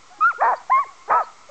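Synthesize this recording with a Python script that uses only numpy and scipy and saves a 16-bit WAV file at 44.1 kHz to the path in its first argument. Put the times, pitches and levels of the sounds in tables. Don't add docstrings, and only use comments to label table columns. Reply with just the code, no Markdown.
import sys
import numpy as np
from scipy import signal
from scipy.fft import rfft, irfft
from scipy.io import wavfile
from scipy.ndimage import uniform_filter1d

SR = 44100
rng = np.random.default_rng(int(sys.argv[2]) if len(sys.argv) > 2 else 0)


def transcribe(u):
    v = np.clip(np.atleast_2d(u).T, -1, 1)
    q = np.round(v * 32767).astype(np.int16)
    wavfile.write(sys.argv[1], SR, q)


N = 66150
TIME = np.arange(N) / SR

# frequency in Hz, relative level in dB.
HISS_SPECTRUM = [(12, -22), (28, -9.5), (65, -15), (122, -15), (330, -14.5), (475, -13.5), (900, -11),
                 (1060, -4.5), (1370, -5.5), (1530, -18.5), (2150, -10.5), (2490, -16.5), (4000, -17),
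                 (7260, -16.5), (8400, -26), (9000, -35)]
# delay in seconds, level in dB.
SLOPE_ECHOES = [(0.079, -16.5), (.103, -19.5), (0.127, -28.5), (.236, -34), (.274, -30)]
# start and length in seconds, first and last pitch in Hz, level in dB.
DISTANT_WHINES = [(0.099, 0.047, 700, 758, -47), (0.118, 0.12, 850, 790, -52.5),
                  (0.186, 0.015, 310, 348, -47.5), (0.864, .085, 910, 656, -53.5),
                  (1.49, 0.018, 600, 525, -40)]
# midpoint and length in seconds, centre pitch in Hz, level in dB.
HIGH_SQUEAKS = [(0.569, 0.021, 4610, -49.5), (0.777, .022, 4873, -58), (1.243, .028, 4380, -52.5)]
# time in seconds, level in dB.
MOUTH_RING = [(.207, -68.5), (.243, -51), (.272, -57.5), (.300, -65)]
# time in seconds, pitch in Hz, level in dB.
BARK_WHISTLE = [(1.098, 1180, -39.5), (1.114, 1227, -18.5), (1.145, 1274, -17.5), (1.168, 1308, -19),
                (1.190, 1344, -21), (1.212, 1237, -22.5), (1.224, 1230, -42), (1.238, 1070, -41)]
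# frequency in Hz, gain in dB.
THROAT_RESPONSE = [(200, -31.5), (330, -33.5), (460, -7), (720, 4.5), (1000, 7), (1400, -3), (1780, -2.5),
                   (2050, -20.5), (2350, -16), (2900, -51), (4500, -38.5), (8000, -54.5)]
# time in seconds, pitch in Hz, level in dB, roughness from 0 to 1,
# overtones in dB.
BARK_CURVES = [
    [(.380, 388.8, -44, 0.22, -24.5), (.398, 511.3, -33, 0.2, -11.5), (.412, 584.4, -20.5, 0.2, 2),
     (.423, 738.6, -13.5, 0.38, -11.5), (.443, 908.7, -16, 0.6, 1), (.467, 918, -16, 0.52, -1),
     (.492, 1027, -15.5, 0.48, -8.5), (.512, 954.5, -19.5, 0.55, -15), (.538, 689.6, -18, 0.47, -8),
     (.553, 523, -37, 0, -8), (.566, 420, -47.5, 0.1, -6)],
    [(1.078, 368.7, -37, 0.21, -14.5), (1.092, 447.6, -31, 0.54, -12.5), (1.106, 569.8, -15.5, 0.88, -9),
     (1.122, 801.6, -17.5, 0.86, 2), (1.150, 948.5, -18.5, 0.67, -6), (1.170, 982.7, -16, 0.37, -7.5),
     (1.195, 913, -23, 0.56, -3), (1.215, 691, -21.5, 0.21, -10.5), (1.228, 551, -36, 0.42, -5),
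     (1.238, 454, -33, 0.3, -7.5)],
]
# frequency in Hz, relative level in dB.
YELP_NOISE_SPECTRUM = [(60, -4), (130, -3), (700, -2.5), (2500, -8.5), (8000, -32)]
# time in seconds, pitch in Hz, then level, overtones and undertones in dB.
YELP_CURVES = [
    [(.205, 1258, -44, -26.5, -52), (.209, 1223, -20.5, -26.5, -56.5), (.231, 1265, -13.5, -22.5, -41),
     (.260, 1379, -12.5, -39, -52.5), (.289, 1447, -17, -61, -58), (.306, 1325, -21, -25.5, -41),
     (.313, 1145, -26.5, -9.5, -42.5), (.325, 799, -42, -5, -35.5), (.345, 374, -52, -23.5, -27.5)],
    [(.697, 790, -27, -22, -42), (.701, 768, -16.5, -19.5, -45), (.705, 755, -19.5, -11, -36.5),
     (.708, 919, -21, -5, -52), (.721, 1038, -12.5, -18.5, -54.5), (.745, 1059, -13, -10, -41),
     (.780, 1077, -16.5, -14.5, -18.5), (.798, 1151, -17, -20, -25.5), (.822, 1096, -24, -19.5, -55.5),
     (.839, 936, -34, -2.5, -49.5), (.853, 483, -49, -23.5, -39), (.870, 360, -51.5, -11.5, -28)],
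]


def from_db(db):
    return 10 ** (np.asarray(db) / 20)


def rms_one(x):
    return x / np.sqrt(np.mean(x ** 2) + 1e-20)


def curves(rows):
    times, *columns = np.transpose(rows)
    gate = uniform_filter1d(((TIME > times[0]) & (TIME < times[-1])) * 1., size=90)
    return [gate] + [uniform_filter1d(np.interp(TIME, times, c), size=130) for c in columns]


def gain_at(spectrum, hz):
    points_hz, db = np.transpose(spectrum)
    return from_db(np.interp(np.log(hz + 1e-9), np.log(points_hz), db))


def noise(spectrum):
    colour = gain_at(spectrum, np.fft.rfftfreq(N, 1 / SR))
    return rms_one(irfft(rfft(rng.standard_normal(N)) * colour, N))


def drift(hz):
    return rms_one(signal.sosfilt(signal.butter(2, hz, fs=SR, output="sos"), rng.standard_normal(N)))


def phase_of(hz):
    return 2 * np.pi * np.cumsum(hz) / SR


def hiss(db=-51):
    return from_db(db) * noise(HISS_SPECTRUM)


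def forest_echoes(x, tail_db=-45.5, t60_s=1.1, scatter_db=-7, scatter_s=.028, low_cut_hz=2700):
    tail = rng.standard_normal(N) * from_db(-60 * TIME / t60_s)
    response = from_db(tail_db) * rms_one(tail) / np.sqrt(N)
    for delay, db in SLOPE_ECHOES:
        smear = rng.standard_normal(N) * (TIME > delay) * np.exp(-np.abs(TIME - delay) / scatter_s)
        response += from_db(db + scatter_db) * rms_one(smear) / np.sqrt(N)
        response[int(delay * SR)] += from_db(db)
    thin = signal.sosfilt(signal.butter(1, low_cut_hz, "high", fs=SR, output="sos"), x)
    return signal.fftconvolve(thin, response)[:N]


def clean_voice(hz, overtones_db, undertone_gain=0, jitter=.00083, shimmer_db=.63):
    phase = phase_of(hz * (1 + jitter * drift(220)))
    overtones = sum(from_db(overtones_db + db) * np.sin(k * phase) for k, db in [(2, -2), (3, -30.5)])
    slow_phase = .585 * phase
    sidebands = np.sin(phase + slow_phase) + np.sin(2 * phase - slow_phase)
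    undertones = np.sin(slow_phase) + from_db(-6) * sidebands
    voice = np.sin(phase) + overtones + undertone_gain * undertones
    return voice * np.sqrt(2) * from_db(shimmer_db * drift(75))


def far_whine(start, length, first_hz, last_hz, db):
    progress = np.clip((TIME - start) / length, 0, 1)
    swell = np.abs(np.sin(np.pi * progress)) ** .5
    hz = first_hz + (last_hz - first_hz) * progress
    return from_db(db) * swell * clean_voice(hz, overtones_db=-8)


def squeak(middle, length, hz, db, fall_hz_per_s=5000, waver_hz=190):
    offset = np.clip(TIME - middle, -2 * length, 2 * length)
    swell = np.exp(-(2 * offset / length) ** 2)
    pitch = hz - fall_hz_per_s * offset + waver_hz * drift(590)
    return from_db(db) * swell * np.sqrt(2) * np.sin(phase_of(pitch))


def mouth_ring(step_db=5.5):
    gate, db = curves(MOUTH_RING)
    phase = phase_of(curves(YELP_CURVES[0])[1])
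    ring = sum(from_db(db - step_db * (k - 3) + 2 * drift(60)) * np.sin(k * phase) for k in (3, 4, 5))
    return gate * np.sqrt(2) * ring


def whistle():
    gate, hz, db = curves(BARK_WHISTLE)
    return gate * from_db(db) * clean_voice(hz, overtones_db=-33)


def bark(rows, jitter=.03, split_from_hz=540, split_over_hz=200, wander_rad=2.2, rasp_db=-10):
    gate, hz, db, rough, overtones_db = curves(rows)
    rough = np.clip(rough, 0, 1)
    phase = phase_of(hz * (1 + jitter * rough * drift(171)))
    voice = gain_at(THROAT_RESPONSE, hz) * np.sin(phase)
    split = rough * np.clip((hz - split_from_hz) / split_over_hz + rough ** 2, 0, 1)
    bright_db_per_octave = .4 * (overtones_db + 4)
    for order in np.arange(1, 21) / 4:
        if order == 1:
            continue
        if order % 1 == 0:
            strength = from_db(overtones_db)
        elif order % .5 == 0:
            strength = split * from_db(.5)
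        else:
            strength = split * np.sqrt(rough) * from_db(2.5)
        tilt_db = bright_db_per_octave * max(np.log2(order), 0) - .5 * max(np.log2(order / 2), 0)
        colour = from_db(tilt_db) * gain_at(THROAT_RESPONSE, order * hz)
        flutter = 1 + .34 * rough * drift(60)
        wander = 2 * np.pi * rng.random() + wander_rad * rough ** 2 * drift(60)
        voice += strength * colour * flutter * np.sin(order * phase + wander)
    voice += from_db(rasp_db) * rough ** 2 * noise(THROAT_RESPONSE) * (1 + .5 * np.cos(phase / 2))
    levelled = voice / np.sqrt(uniform_filter1d(voice ** 2, size=500) + 1e-9)
    uneven_push_db = .2 * rough * drift(91)
    return gate * from_db(db + uneven_push_db) * levelled


def yelp(rows, noise_db=-36.5):
    gate, hz, db, overtones_db, undertones_db = curves(rows)
    voice = clean_voice(hz, overtones_db, from_db(undertones_db))
    faint_noise = from_db(noise_db) * noise(YELP_NOISE_SPECTRUM)
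    return gate * from_db(db) * (voice + faint_noise)


def scene():
    dogs = sum(yelp(rows) for rows in YELP_CURVES) + mouth_ring()
    dogs += sum(bark(rows) for rows in BARK_CURVES) + whistle()
    dogs += sum(far_whine(*row) for row in DISTANT_WHINES)
    dogs += sum(squeak(*row) for row in HIGH_SQUEAKS)
    return (dogs + forest_echoes(dogs) + hiss())[None]


def record(dry, stop_hz=9300, dc_offset=-.0026):
    return dc_offset + signal.sosfilt(signal.cheby2(14, 60, stop_hz, fs=SR, output="sos"), dry)


dry = scene()
out = record(dry)
transcribe(out)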